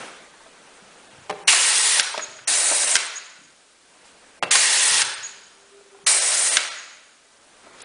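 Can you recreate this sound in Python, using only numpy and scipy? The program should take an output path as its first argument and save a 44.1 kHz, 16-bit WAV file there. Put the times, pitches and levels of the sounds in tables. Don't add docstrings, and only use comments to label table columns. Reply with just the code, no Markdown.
import sys
import numpy as np
from scipy import signal
from scipy.fft import rfft, irfft, next_fast_len
from scipy.io import wavfile
from scipy.ndimage import uniform_filter1d, minimum_filter1d

SR = 44100
rng = np.random.default_rng(int(sys.argv[2]) if len(sys.argv) > 2 else 0)


def put_to_file(sound):
    columns = np.atleast_2d(sound).T
    safe = np.clip(columns, -1, 1)
    whole_steps = np.round(safe * 32767)
    wavfile.write(sys.argv[1], SR, whole_steps.astype(np.int16))


def elevation(decibels):
    levels = np.asarray(decibels, float)
    return 10 ** (levels / 20)


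N = 346087

# opens t/s, shuts t/s, steady flow level/dB, opening surge level/dB, brightness/dB
STROKES = [
    (1.473, 2.014, -15, 8.5, -3),
    (2.472, 2.972, -17.5, 3.5, -0.5),
    (4.506, 5.033, -15, 7.5, -3.5),
    (6.063, 6.584, -18, 8.5, -0.5),
]
# t/s, peak level/dB
GUARD_1 = [
    (1.2955, -19.5),
    (1.2995, -16),
    (1.308, -18.5),
    (1.325, -28),
]
GUARD_2 = [
    (4.425, -16),
    (4.4259, -10.5),
    (4.433, -11.5),
]


def rms_one(x):
    return x / np.sqrt(np.mean(x ** 2) + 1e-20)


def at_hz(points, hz):
    points = np.array(points)
    return np.interp(np.log(hz), np.log(points[:, 0]), points[:, 1])


def drift(rate_hz, size):
    settle = SR // 5
    r = np.exp(-2 * np.pi * rate_hz / SR)
    wander = signal.lfilter([1], [1, -2 * r, r * r], rng.standard_normal(size + settle))
    return rms_one(wander[settle:])


def coloured(spectrum, size):
    padded = next_fast_len(size)
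    hz = np.maximum(np.fft.rfftfreq(padded, 1 / SR), 1)
    shaped = rfft(rng.standard_normal(padded)) * elevation(at_hz(spectrum, hz))
    return rms_one(irfft(shaped, padded)[:size])


def narrow(hz, width_hz, size):
    r = np.exp(-np.pi * width_hz / SR)
    poles = [1, -2 * r * np.cos(2 * np.pi * hz / SR), r * r]
    return rms_one(signal.lfilter([1, 0, -1], poles, rng.standard_normal(size)))


def band(x, low_hz, high_hz):
    edges_hz = [low_hz, min(high_hz, .45 * SR)]
    return signal.sosfilt(signal.butter(2, edges_hz, "band", fs=SR, output="sos"), x)


def add(out, start_s, piece):
    i = round(start_s * SR)
    out[i:i + len(piece)] += piece[:N - i]


def patchy(x, patchy_db):
    padded = next_fast_len(len(x))
    hz = np.fft.rfftfreq(padded, 1 / SR)
    whole = rfft(x, padded)
    which = np.clip(3 * np.log2(hz / 300 + 1e-9), 0, 15).astype(int)
    out = 0
    for k in range(16):
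        part = irfft(whole * (which == k), padded)[:len(x)]
        out = out + part * elevation(patchy_db * drift(13.0, len(x)))
    return rms_one(out)


def puffs(rows, t60_s, spread, rise_s, body):
    out = np.zeros(N)
    t = np.arange(SR // 3) / SR
    for start_s, peak_db, hz, *own_t60_s in rows:
        puff = band(rng.standard_normal(len(t)), hz / spread, hz * spread)
        puff = rms_one(band(puff, hz / spread ** 2, hz * 4))
        puff += body * np.sin(2 * np.pi * hz * t)
        puff *= elevation(-60 * t / (own_t60_s or [t60_s])[0]) * np.clip(t / rise_s, 0, 1)
        add(out, start_s, elevation(peak_db) * puff / np.abs(puff).max())
    return out


def struck(hits, modes, crack, contact_s, crack_db):
    out = np.zeros(N)
    t = np.arange(SR // 2) / SR
    rise = np.clip(t / 0.00064, 0, 1)
    for start_s, peak_db in hits:
        piece = elevation(crack_db) * coloured(crack, len(t)) * np.exp(-t / contact_s)
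        for (hz, level_db, t60_s), turn in zip(modes, rng.random(len(modes))):
            piece += elevation(level_db - 60 * t / t60_s) * np.sin(2 * np.pi * (hz * t + turn))
        add(out, start_s, elevation(peak_db) * rise * piece)
    return out


def hum():
    # t/s, level/dB
    hum_level = [(0, -36), (.3, -51), (1.25, -48.5), (3.4, -58), (3.8, -58), (4.06, -52), (6.0, -55.5),
                 (7.2, -59), (7.7, -50.5), (7.85, -46.5)]
    # f/Hz, density/(dB per Hz)
    hum_colour = [(18, -53), (30, -33), (92, -20.5), (185, -5), (316, -2.5), (489, -0.5), (1090, -3.5),
                  (1260, -2), (1600, -3.5), (2040, -6), (2370, -5.5), (4780, -12.5), (9900, -14),
                  (12900, -48), (21800, -120)]
    # f/Hz, level/dB
    whine_lines = [(1200, -25), (1440, -24), (1560, -18)]
    rumble_db, rumble_hz = -21, 120
    air = patchy(coloured(hum_colour, N), patchy_db=1.3)
    air += sum(elevation(line_db) * narrow(hz, 12, N) for hz, line_db in whine_lines)
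    knot_s, knot_db = np.transpose(hum_level)
    level_db = np.interp(np.arange(N) / SR, knot_s, knot_db)
    low_pass = signal.butter(2, rumble_hz, fs=SR, output="sos")
    rumble = rms_one(signal.sosfilt(low_pass, rng.standard_normal(N)))
    return air * elevation(level_db) + elevation(rumble_db + np.minimum(level_db, -51)) * rumble


def workshop(x):
    # f/Hz, t60/s
    room_t60 = [(150, 0.44), (600, 0.88), (1500, 1), (4000, 0.93), (7000, 0.66), (10000, 0.39)]
    # f/Hz, level/dB
    room_colour = [(150, 11.5), (500, 7), (900, -1), (1400, 4), (2500, 0), (4500, -1.5), (9000, -1.5)]
    t = np.arange(int(1.5 * SR)) / SR
    edges_hz = 80 * 2 ** np.arange(0, 7.6, .5)
    tail = np.zeros(len(t))
    for low_hz, high_hz in zip(edges_hz, edges_hz[1:]):
        mid_hz = np.sqrt(low_hz * high_hz)
        fade_db = at_hz(room_colour, mid_hz) - 60 * t / at_hz(room_t60, mid_hz)
        tail += band(rng.standard_normal(len(t)), low_hz, high_hz) * elevation(fade_db)
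    tail *= np.clip(t / 0.014, 0, 1)
    return signal.fftconvolve(x, tail / np.sqrt(np.sum(tail ** 2)))[:N]


def handling():
    # t/s, peak level/dB, centre f/Hz
    drops = [(.335, -41, 910), (.403, -40, 900), (.458, -38, 670), (.67, -44, 590), (1.529, -10, 1116),
             (4.548, -12.5, 1085), (2.14, -20, 910), (2.175, -19.5, 644), (2.191, -19.5, 1290),
             (2.385, -31, 1510), (2.712, -18, 663), (4.05, -43, 870), (5.805, -47, 694), (5.945, -43, 750),
             (5.985, -43, 800), (7.44, -49, 800), (7.665, -37, 645)]
    # t/s, peak level/dB, centre f/Hz
    bumps = [(.82, -45, 200), (1.13, -47, 130), (1.18, -42, 88.5), (2.283, -51, 120), (2.317, -53, 120),
             (2.412, -50.5, 120), (3.385, -52, 168), (3.412, -49, 170), (3.445, -51, 171),
             (4.91, -39.5, 140), (5.03, -44, 111), (5.18, -51, 111), (6.035, -48.5, 150)]
    # t/s, peak level/dB, centre f/Hz
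    rattles = [
        (2.177, -16.5, 3200),
        (7.803, -31, 3500),
        (7.8175, -21.5, 7060),
        (7.84, -31.5, 2300),
    ]
    # t/s, peak level/dB, centre f/Hz
    brushes = [
        (.005, -32.5, 900),
        (4.04, -42, 5000),
        (7.63, -42.5, 695),
        (7.735, -43.5, 650),
        (7.78, -41, 2500),
    ]
    out = puffs(drops, 0.057, spread=1.7, rise_s=.005, body=1.0)
    out += puffs(bumps, 0.049, spread=1.4, rise_s=.006, body=1.5)
    out += puffs(rattles, 0.028, spread=1.7, rise_s=0.0012, body=0)
    return out + puffs(brushes, .4, spread=2.4, rise_s=.01, body=0)


def wire():
    # t/s, length/s, level/dB
    rubs = [(5.237, .2, -65), (5.55, 0.17, -64), (5.712, 0.12, -49.5), (5.844, 0.054, -54),
            (5.912, 0.079, -51), (5.993, 0.08, -53)]
    wire_hz, edge_s, fade_db = 400, 0.012, 1
    t = np.arange(N) / SR
    tone = np.sqrt(2) * np.sin(2 * np.pi * np.cumsum(wire_hz + 2.9 * drift(9.6, N)) / SR)
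    rub = np.zeros(N)
    for start_s, length_s, level_db in rubs:
        since_s = t - start_s
        gate = np.clip(np.minimum(since_s, start_s + length_s - t) / edge_s, 0, 1)
        rub += elevation(level_db - fade_db * np.clip(since_s / length_s, 0, 1)) * gate
    return tone * rub * elevation(1.5 * drift(25, N))


def guard_shuts():
    # f/Hz, level/dB, t60/s
    modes_1 = [(175, -24, 0.29), (426, -13, 0.2), (510, -21, 0.19), (600, -14.5, 0.075), (800, -7.5, 0.047),
               (1170, -8, 0.03), (2960, -13.5, 0.014)]
    modes_2 = [(172, -26, .15), (375, -23, .07), (605, -20, .05), (805, -19, .035), (1100, -12, .03),
               (1660, -16, .025), (2750, -7, .014)]
    # f/Hz, density/(dB per Hz)
    guard_crack = [(100, -47), (250, -17.5), (700, -6.5), (1500, -11), (2800, -15), (3600, -19),
                   (7000, -28.5), (11000, -32)]
    out = struck(GUARD_1, modes_1, guard_crack, contact_s=0.0047, crack_db=-3.5)
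    return out + struck(GUARD_2, modes_2, guard_crack, contact_s=0.0084, crack_db=-5.0)


def whistles():
    # t/s, length/s, whistle level/dB, leak level/dB
    closings = [
        (2.209, .038, -29.5, -43),
        (3.148, .04, -31, -44),
        (5.229, .044, -31, -43),
        (6.762, .04, -41, -46),
    ]
    # delay t/s, f/Hz, share of length/1, whistle level/dB, leak or ring level/dB
    seats = [
        (-.105, 8670, .7, -6, -18),
        (0, 6800, 1, 0, 2),
        (.1, 4950, .5, -40, -12),
        (-.18, 1500, .5, -60, 4),
        (-.18, 4050, .5, -60, 1),
    ]
    out = np.zeros(N)
    t = np.arange(SR // 2) / SR
    for start_s, whole_s, peep_db, leak_db in closings:
        for delay_s, hz, share, seat_db, seat_leak_db in seats:
            length_s = whole_s * share
            pitch_hz = hz * (1 - .5 * np.minimum(t, length_s)) + 110 * drift(150, len(t))
            tone = np.sqrt(2) * np.sin(2 * np.pi * np.cumsum(pitch_hz) / SR)
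            tone *= elevation(1.6 * drift(120, len(t)))
            gate = np.clip(t / 0.017, 0, 1) * np.clip((length_s - t) / 0.0033, 0, 1)
            fade_db = leak_db + seat_leak_db - 62 * t + 2.0 * drift(15, len(t))
            leak = narrow(hz * .985, .045 * hz, len(t)) * elevation(fade_db)
            add(out, start_s + delay_s, elevation(peep_db + seat_db) * gate * tone + leak)
    return out


def pusher_hits():
    # t/s, peak level/dB
    knocks = [
        (1.5295, -4.5),
        (4.547, -12),
        (4.555, 3),
        (4.9945, -13),
    ]
    # t/s, peak level/dB, bounce liveliness/dB
    end_stops = [
        (1.9966, 2.5, -23),
        (2.954, 5.5, 5.3),
        (5.018, -3, -13),
        (6.5692, 6.5, -1),
    ]
    # delay t/s, level/dB
    bounces = [
        (.0045, -24),
        (0.0116, -15.5),
    ]
    # f/Hz, level/dB, t60/s
    stop_modes = [(1571, -15, 0.03), (2050, -18, 0.027), (3120, -27, 0.014), (3910, -14, .015),
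                  (6030, -18, .01)]
    # f/Hz, density/(dB per Hz)
    stop_crack = [(100, -50), (600, -26), (1400, -6.5), (2200, -3), (4000, -4), (6100, -3), (7500, -9.5),
                  (11000, -25)]
    hits = knocks + [row[:2] for row in end_stops]
    for start_s, peak_db, lively_db in end_stops:
        hits += [(start_s + delay_s, peak_db + loss_db + lively_db) for delay_s, loss_db in bounces]
    ring = struck(hits, stop_modes, stop_crack, contact_s=0.0019, crack_db=-3.0)
    clicks = np.zeros(N)
    for start_s, peak_db in hits:
        add(clicks, start_s, elevation(np.array([peak_db])))
    return band(ring, 460, 15000), band(clicks, 1300, 7100)


def valve_pops():
    # t/s, peak level/dB, centre f/Hz, t60/s
    pop_rows = [
        (1.477, -1.5, 2760, 0.16),
        (2.476, -17, 8360, 0.14),
        (4.509, -10, 2140, 0.058),
        (6.066, -8.5, 3040, 0.027),
    ]
    return puffs(pop_rows, None, spread=1.61, rise_s=0.0022, body=0)


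def jet():
    # f/Hz, density/(dB per Hz)
    jet_out = [(88, -53), (150, -36.5), (254, -32), (429, -17.5), (702, -14), (897, -6), (1370, -9.5),
               (1910, -5), (2480, -4), (8160, 4), (9900, 6.5), (12900, -63), (21800, -120)]
    jet_back = [(88, -56), (150, -41), (610, -10), (1170, -9.5), (1370, -11), (1870, -6), (3520, -9),
                (3840, -3.5), (4740, -5.5), (8600, 2), (9900, 2), (12900, -42), (21800, -120)]
    # f/Hz, width f/Hz, out level/dB, back level/dB
    ports = [(1897, 85, -19, -27), (2790, 90, -26, -32), (3430, 70, -25, -30), (4120, 70, -26, -31),
             (7510, 90, -27, -30), (8760, 160, -26, -15)]
    sing_db = 5
    port_wet_db = -12
    open_s, open_from_db = .008, -14
    surge_s = 0.048
    surge_dull_db, end_dull_db, end_s = 0.5, 2.5, 0.074
    out = np.zeros((2, N))
    for k, (start_s, end_s_abs, flow_db, surge_db, bright_db) in enumerate(STROKES):
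        back = k % 2
        t = np.arange(0, end_s_abs - start_s, 1 / SR)
        left_s = t[-1] - t
        air = patchy(coloured((jet_out, jet_back)[back], len(t)), patchy_db=1.5)
        song = np.zeros(len(t))
        for hz, width_hz, *levels_db in ports:
            swell_db = 2.6 * drift(11.0, len(t)) + sing_db * t / t[-1]
            song += elevation(levels_db[back]) * narrow(hz, width_hz, len(t)) * elevation(swell_db)
        air = air + elevation(np.array([[0], [port_wet_db]])) * song
        lows = signal.lfilter(*signal.butter(1, 2500, fs=SR), air)
        surge = np.exp(-np.maximum(t - open_s, 0) / surge_s)
        tilt_db = bright_db - surge_dull_db * surge ** 2
        tilt_db -= end_dull_db * np.clip(1 - left_s / end_s, 0, 1)
        air = lows * elevation(-tilt_db) + (air - lows) * elevation(tilt_db)
        valve = np.clip(t / 0.0018, 0, 1) * np.clip(left_s / 0.007, 0, 1)
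        level_db = flow_db + surge_db * surge + open_from_db * np.clip(1 - t / open_s, 0, 1)
        air = air * valve * elevation(level_db - 1.66 + 0.57 * drift(60, len(t)))
        add(out[0], start_s, air[0])
        add(out[1], start_s, air[1])
    return out


def scene():
    hands = handling()
    guard = guard_shuts()
    stops, clicks = pusher_hits()
    pops = valve_pops()
    air, air_at_walls = jet()
    at_walls = air_at_walls + pops + elevation(13.5) * clicks + elevation(-5.5) * guard + elevation(-6.5) * hands
    close = air + pops + stops + guard + hands + elevation(-7) * workshop(at_walls) + whistles() + wire()
    close = .8 * np.tanh(close / .8)
    close = signal.sosfilt(signal.butter(2, 104, "high", fs=SR, output="sos"), close)
    return np.tile(close + hum(), (2, 1))


def gap_times():
    # t/s, length/s, from f/Hz
    before_onsets = [
        (1.44, .028, 2300),
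        (2.45, .022, 3300),
        (4.396, .025, 900),
        (4.497, .008, 4200),
        (6.049, .012, 1400),
        (7.826, .022, 5200),
    ]
    # t/s, from f/Hz
    lone_gaps = [(1.08, 700), (1.27, 3000), (2.85, 800), (3.27, 5000), (5.148, 3000), (6.19, 800),
                 (6.49, 500), (6.69, 1000), (7.385, 2500), (7.705, 2500), (7.79, 2500)]
    rows = [(start_s, length_s, hz, .07, 400) for start_s, length_s, hz in before_onsets]
    rows += [(start_s, .022, hz, .65, 115) for start_s, hz in lone_gaps]
    rows += [(row[1] - .001, .012, 4700, .4, 170) for row in STROKES]
    return rows + [(hits[0][0] + .019, .018, 2800, .5, 220) for hits in (GUARD_1, GUARD_2)]


def spectral_gaps(x):
    speckle_share, speckle_hz = .07, 4600
    hz, frame_s, cells = signal.stft(x, SR, nperseg=256)
    holes = rng.random((len(hz) // 3 + 1, len(frame_s) // 2 + 1)) < speckle_share
    holes = np.repeat(np.repeat(holes, 3, axis=0), 2, axis=1)[:len(hz), :len(frame_s)]
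    holes = holes & (hz > speckle_hz)[:, None]
    out = signal.istft(cells * (1 - .9 * holes), SR, nperseg=256)[1][:N]
    for start_s, length_s, from_hz, kept, width_hz in gap_times():
        i = round((start_s - .004) * SR)
        size = min(round((length_s + .008) * SR), N - i)
        hz = np.fft.rfftfreq(size, 1 / SR)
        emptied = (rng.random(200) > kept)[(hz / width_hz).astype(int)] & (hz > from_hz)
        lost = irfft(rfft(out[i:i + size]) * emptied, size)
        out[i:i + size] -= signal.windows.tukey(size, .3) * lost
    return out


def top_cut(x):
    return signal.sosfilt(signal.butter(12, 10780, fs=SR, output="sos"), x)


def record(dry):
    hiss_db, cutoff_hz, limit = -57.5, 10150, .9
    hiss = rms_one(band(rng.standard_normal(N), 2600, 12000))
    x = spectral_gaps(dry[0] + elevation(hiss_db) * hiss)
    x = signal.sosfilt(signal.ellip(12, .5, 65, cutoff_hz, fs=SR, output="sos"), x)
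    gain = minimum_filter1d(limit / np.maximum(np.abs(x), limit), size=129)
    x = x * uniform_filter1d(gain, size=129)
    return top_cut(np.tile(x, (2, 1)))


dry = scene()
out = record(dry)
put_to_file(out)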